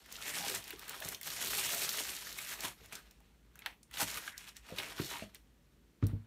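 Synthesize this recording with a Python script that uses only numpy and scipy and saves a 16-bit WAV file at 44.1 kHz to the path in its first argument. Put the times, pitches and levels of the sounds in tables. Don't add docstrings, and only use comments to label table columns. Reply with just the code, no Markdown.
import sys
import numpy as np
from scipy import signal
from scipy.io import wavfile

SR = 44100
rng = np.random.default_rng(int(sys.argv[2]) if len(sys.argv) > 2 else 0)


def wrap_up_sound(samples):
    columns = np.atleast_2d(samples).T
    tamed = np.clip(columns, -1, 1)
    steps = np.round(tamed * 32767).astype(np.int16)
    wavfile.write(sys.argv[1], SR, steps)


N = 276066
FULL_EFFORT_DB = -47


def crackle():
    # (frequency [Hz], density [dB per Hz])
    film = [(59, -38), (100, -5.5), (315, -7.5), (406, -4.5), (471, -10.5), (721, -1.5), (784, -4.5),
            (1720, 0.5), (3320, -1), (13200, -6), (16000, -72)]
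    level_db, treble_db, low_db, hollow_db = handling()
    creases_per_s = 18000 * amp(-0.21 * (level_db + 42))
    chance = np.clip(creases_per_s / SR, .01, 1)
    born = (rng.random(N) < chance) / np.sqrt(chance)
    length = np.minimum(rng.exponential(1, N), 6)
    width_oct = 0.48 * (1 + .1 * length)
    clump_db = 1.5 * np.clip(0.4 * (FULL_EFFORT_DB + 12 - level_db), .3, 1.2)
    sizes = born * amp(2.8 * length) * amp(clump_db * drift(rate_hz=26.6))
    centre_oct = np.log2(24000) - np.minimum(rng.exponential(2.785, N), 8)
    signs = rng.choice([-1, 1], (2, N))
    patches_db = [1.5 * drift(rate_hz=9.5) for _ in range(5)]
    edges_hz = 90 * 2 ** np.arange(0, 7.9, 1 / 3)
    out = np.zeros(N)
    for k, (low_hz, high_hz) in enumerate(zip(edges_hz, edges_hz[1:])):
        hz = np.sqrt(low_hz * high_hz)
        reach = np.exp(-.5 * ((np.log2(hz) - centre_oct) / width_oct) ** 2)
        clicks = rms_one(band(sizes * reach * signs[k % 2], low_hz, high_hz)) * np.sqrt(high_hz - low_hz)
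        bright = np.clip(np.log2(hz / 4000), 0, 1)
        deep = np.clip(np.log2(1400 / hz), 0, 1)
        hollow = np.interp(np.log2(hz / 2500), [-2.5, -1.3, -.5, .7, 1.5], [0, .6, .5, -.3, 0])
        db = level_db + bright * (treble_db - level_db + 0.5) + deep * (low_db - level_db + 11)
        db += hollow * (hollow_db + 1) + patches_db[k % 5]
        out += clicks * amp(at_hz(film, hz) + db - 35)
    return out


def handling():
    # ((treble [dB], low rubbing [dB], hollowness [dB]), [(time [s], level [dB]), ...])
    moves = [ ((-1.2, -8.5, -4), [(0.0, -65.5), (0.046, -67), (0.142, -55), (0.208, -53), (0.297, -44),
             (0.411, -43.5), (0.561, -42.5), (0.59, -48.5), (0.619, -61.5)]), ((-4, -9.5, 2),
             [(0.702, -52.5), (0.764, -59.5), (0.87, -53), (0.954, -49.5)]), ((0, -6.5, 0), [(0.986, -54.5),
             (1.042, -50), (1.135, -49.5), (1.185, -65)]), ((0, -11.5, -4.5), [(1.27, -47), (1.357, -49.5),
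             (1.417, -42), (1.513, -44), (1.601, -39), (1.852, -43.5), (1.97, -43.5), (2.347, -54)]),
             ((0, -14.5, 0), [(2.389, -45), (2.454, -51), (2.528, -48)]), ((-2.4, -10, 1), [(2.582, -56),
             (2.654, -42.5), (2.722, -58.5), (2.756, -70)]), ((-3, -7.5, 0.26), [(2.856, -60), (2.909, -67),
             (2.929, -46.5), (2.949, -54), (3.031, -67.5), (3.101, -70.5), (3.179, -71.5), (3.324, -80)]),
             ((-15, -8.5, 5.8), [(3.526, -80), (3.572, -69), (3.643, -65.5), (3.672, -56), (3.735, -71.5),
             (3.757, -83), (3.887, -82)]), ((-2, -13, 0.75), [(3.914, -73), (3.945, -46.5), (3.968, -52.5),
             (3.986, -41), (4.022, -35.5), (4.04, -40.5), (4.055, -49.5), (4.16, -44.5), (4.226, -53),
             (4.274, -50.5), (4.355, -70)]), ((-3, -17.5, 0), [(4.39, -54), (4.46, -60), (4.486, -51.5),
             (4.536, -73), (4.572, -59.5), (4.62, -73.5)]), ((-5, -7.5, 1.5), [(4.671, -57), (4.747, -57),
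             (4.787, -44.5), (4.848, -49), (4.957, -56), (4.999, -44.5)]), ((-0.93, -8, -11), [(5.03, -51),
             (5.095, -50.5)]), ((-6, -11.5, 0), [(5.11, -44.5), (5.15, -45), (5.236, -57.5), (5.334, -78),
             (5.359, -61.5), (5.378, -72.5), (5.476, -81), (6.005, -85)]), ((-22, -1, 6.1), [(6.029, -55.5),
             (6.064, -66.5), (6.11, -70.5), (6.26, -80)]), ]
    points = [(s, db, *colour) for colour, curve in moves for s, db in curve]
    times_s, level_db, treble_db, low_db, hollow_db = np.transpose(points)
    treble_db = treble_db + 0.1951 * (level_db - FULL_EFFORT_DB)
    curves_db = level_db, level_db + treble_db, level_db + low_db, hollow_db
    return [np.interp(np.arange(N) / SR, times_s, curve) for curve in curves_db]


def snaps():
    # (time [s], panel peak [dB], panel pitch [Hz], edge peak [dB])
    loud_snaps = [(0.0605, -48, 2110, -43), (0.1251, -40, 5030, -28), (0.1554, -34.5, 2960, -38),
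                  (0.1647, -35.5, 5200, -41), (0.281, -33, 2020, -25.5), (0.498, -30, 4630, -23),
                  (0.5527, -34, 2000, -35), (0.6412, -38, 5000, -31.5), (0.6788, -54, 1940, -31),
                  (0.706, -33, 2920, -23), (0.7941, -42, 4070, -30), (0.8808, -42, 1870, -31),
                  (0.8944, -41, 4160, -22.5), (0.9427, -37, 1400, -41), (1.0026, -40, 3980, -26),
                  (1.0224, -33, 2060, -47), (1.049, -38, 6500, -27), (1.088, -49, 6830, -18.5),
                  (1.1221, -42, 1920, -26), (1.1466, -29, 4460, -29), (1.213, -40, 2260, -27),
                  (1.2315, -36, 4520, -26), (1.273, -34, 4150, -20.5), (1.426, -38, 3490, -23),
                  (1.461, -37, 7050, -29), (1.484, -43, 1700, -25.5), (1.5327, -27.5, 1930, -35),
                  (1.6395, -35, 3120, -32), (1.6913, -33, 1850, -24), (1.748, -36, 2930, -21),
                  (1.8919, -24.5, 5470, -16.5), (2.327, -37, 5700, -31.5), (2.3872, -31, 2560, -24.5),
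                  (2.537, -35, 6310, -31), (2.6062, -30.5, 5800, -26), (2.6825, -40, 6180, -32),
                  (2.8595, -47, 2720, -39), (2.9539, -32, 5640, -28.5), (3.1103, -52, 5810, -43),
                  (3.204, -61, 890, -52), (3.5561, -51, 1730, -41), (3.5912, -45, 2680, -35.5),
                  (3.6205, -43, 2360, -53), (3.661, -22.5, 1910, -26), (3.831, -44, 6400, -46),
                  (3.912, -48, 2020, -40), (3.9397, -33, 3900, -45), (3.972, -31, 2500, -30),
                  (4.1734, -35.5, 1480, -25.5), (4.2776, -29, 1650, -38), (4.379, -38, 6000, -28),
                  (4.4907, -38.5, 4140, -40), (4.567, -39.5, 5960, -34), (4.7751, -45, 2330, -43),
                  (4.7849, -23.5, 2920, -28.5), (4.7994, -32, 2200, -45), (4.832, -32.5, 2270, -33),
                  (4.9803, -39, 1830, -51), (5.347, -44, 2700, -34), (5.3548, -43, 3700, -55),
                  (6.0262, -40, 1430, -60), (6.068, -54, 5430, -31)]
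    out, t = np.zeros(N), np.arange(round(.05 * SR)) / SR
    rows = loud_snaps + lesser_snaps()
    bursts = rng.standard_normal((len(rows), len(t)))
    bursts[:, 0] = 4.45
    for (s, panel_db, hz, edge_db), burst in zip(rows, bursts):
        t60_s = 0.028 + 5 / hz
        panel = band(burst * amp(-60 * t / t60_s), hz / 1.45, hz * 1.61)
        panel += 0.021 * ring(panel, hz, t60_s=45 / hz)
        edge = band(burst * amp(-60 * t / 0.017), 4800, 22000)
        add(out, s, amp(panel_db) * panel / abs(panel).max() + amp(edge_db) * edge / abs(edge).max())
    return out


def lesser_snaps(count=60, spread_db=6.5, low_hz=1366, high_hz=6800):
    when, pitch, panel, edge = rng.random((count, 4)).T
    level_db, treble_db = [curve[(when * N).astype(int)] for curve in handling()[:2]]
    panel_db = level_db + 9.5 + spread_db * (panel - .5)
    edge_db = treble_db + 5.5 + spread_db * (edge - .5)
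    hz = low_hz * (high_hz / low_hz) ** pitch
    return list(zip(when * N / SR, panel_db, hz, edge_db))


def knocks():
    # (time [s], level [dB], ring [Hz], overtone [Hz], t60 [s], table share [dB])
    landings = [(0.733, -42.5, 320, 420, 0.064, -20), (1.056, -39.5, 156, 685, 0.035, -17),
                (1.421, -55, 199, 400, 0.078, -22), (2.643, -48, 187, 720, 0.095, -21),
                (2.814, -53.5, 63, 463, 0.077, -3), (4.025, -38.5, 176, 280, 0.056, -3.5),
                (4.722, -40, 181, 511, 0.08, -9.5), (4.998, -27, 127, 342, 0.05, -21),
                (5.222, -37.5, 203, 644, 0.093, -10), (6.025, -29, 195, 317, 0.051, -3),
                (6.033, -30.5, 104, 315, 0.087, 11.5), (6.126, -41.5, 160, 294, 0.066, -9),
                (6.133, -44.5, 100, 286, 0.049, 17)]
    # (frequency [Hz], level [dB], t60 [s])
    wood_modes = [(54.2, -21, 1), (103.8, -6.5, 0.27), (118.3, -6.5, 0.098), (159, -22, 0.2),
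                  (229, -19, 0.28), (293, -22, 0.068), (450, -26, 0.11), (545, -27, 0.066)]
    out, t = np.zeros(N), np.arange(round(.5 * SR)) / SR
    push = np.hanning(round(0.0011 * SR) + 2)
    push = np.pad(push / push.sum(), (0, len(t) - len(push)))
    mode_gains = amp(rng.normal(0, 1, (len(landings), len(wood_modes))))
    modes = np.array([amp(db) * ring(push, hz, t60_s) for hz, db, t60_s in wood_modes])
    for (s, db, hz, overtone_hz, t60_s, table_db), gains in zip(landings, mode_gains):
        thing = 0.86 * ring(push, hz, t60_s) - 1.23 * ring(push, overtone_hz, 0.59 * t60_s)
        add(out, s, amp(db) * (thing + amp(table_db) * gains @ modes))
    return out


def rubs(grain_db=2, edge_ratio=1.145):
    # (start [s], length [s], centre [Hz], level [dB])
    strokes = [(0.215, 0.17, 2000, -50), (0.394, 0.07, 760, -50), (0.487, 0.053, 405, -50),
               (1.004, 0.037, 700, -54), (1.56, 0.18, 3100, -46.5), (1.689, 0.15, 674, -51.5),
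               (2.933, 0.083, 1510, -60.5), (3.665, 0.085, 2400, -66.5), (3.663, 0.029, 820, -55.5),
               (3.988, 0.056, 764, -45), (4.28, 0.11, 1750, -58), (4.689, 0.058, 603, -56),
               (4.81, 0.11, 2390, -57), (5.109, 0.081, 990, -52)]
    out = np.zeros(N)
    friction = rng.standard_normal(N) * amp(grain_db * drift(rate_hz=72))
    for start_s, length_s, hz, db in strokes:
        i, n = round(start_s * SR), round(length_s * SR)
        tone = band(friction[i:i + n], hz / edge_ratio, hz * edge_ratio)
        add(out, start_s, amp(db) * rms_one(tone) * signal.windows.tukey(n, 0.5))
    return out


def room(x, onset_s=0.008):
    # (from [Hz], to [Hz], t60 [s], gain [dB])
    tail_bands = [(60, 1200, 0.19, -33), (1540, 3660, 0.19, -33.5), (4700, 14000, 0.18, -33.5),
                  (10200, 21000, 0.36, -40.5)]
    t = np.arange(SR // 2) / SR
    noise = rng.standard_normal(len(t)) * np.clip(t / onset_s, 0, 1)
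    tail = sum(amp(db - 60 * t / t60_s) * band(noise, low_hz, high_hz)
               for low_hz, high_hz, t60_s, db in tail_bands)
    return signal.fftconvolve(x, tail)[:N]


def air(rms_db=-65):
    # (frequency [Hz], relative density [dB per Hz])
    floor_spectrum = [(15, -42), (25, -27.5), (59, 8), (74, -15.5), (87, -21), (108, -9.5), (170, -10),
                      (195, -8), (236, -13.5), (317, -15), (373, -16.5), (677, -27.5), (14000, -39.5),
                      (16000, -76)]
    edges_hz = 30 * 2 ** np.arange(0, 9.4, 1 / 3)
    white, out = rng.standard_normal((2, N)), np.zeros(N)
    for k, (low_hz, high_hz) in enumerate(zip(edges_hz, edges_hz[1:])):
        db = at_hz(floor_spectrum, np.sqrt(low_hz * high_hz))
        out += amp(db) * band(white[k % 2], low_hz, high_hz)
    return amp(rms_db) * rms_one(out)


def amp(db):
    return 10 ** (np.asarray(db) / 20)


def rms_one(x):
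    return x / np.sqrt(np.mean(x ** 2) + 1e-20)


def at_hz(points, hz):
    points_hz, points_db = np.transpose(points)
    return np.interp(np.log(hz), np.log(points_hz), points_db)


def drift(rate_hz):
    r = np.exp(-40 * np.pi * rate_hz / SR)
    slow = signal.lfilter([1], [1, -2 * r, r * r], rng.standard_normal(N // 20 + 2002))[2000:]
    return np.interp(np.arange(N) / 20, np.arange(len(slow)), rms_one(slow))


def band(x, low_hz, high_hz):
    return signal.sosfilt(signal.butter(2, [low_hz, high_hz], "band", fs=SR, output="sos"), x + 1e-18)


def ring(x, hz, t60_s):
    r, w = amp(-60 / (max(t60_s, 1e-3) * SR)), 2 * np.pi * hz / SR
    return signal.lfilter([0, np.sin(w)], [1, -2 * r * np.cos(w), r * r], x)


def add(out, start_s, x):
    i = round(start_s * SR)
    out[i:i + len(x)] += x[:N - i]


def scene():
    near = crackle() + snaps() + rubs() + knocks()
    return (near + room(near) + air())[None]


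def record(dry):
    # (centre [Hz], width [Hz], gain [dB])
    dips = [(4910, 196, -9), (10620, 530, -7)]
    low_cut_hz, high_cut_hz = 45, 16100
    for hz, width_hz, db in dips:
        b, a = signal.iirpeak(hz, hz / width_hz, fs=SR)
        dry = dry - (1 - amp(db)) * signal.lfilter(b, a, dry)
    dry = signal.sosfilt(signal.butter(4, low_cut_hz, "high", fs=SR, output="sos"), dry)
    return signal.sosfilt(signal.cheby2(20, 70, high_cut_hz, fs=SR, output="sos"), dry)


dry = scene()
out = record(dry)
wrap_up_sound(out)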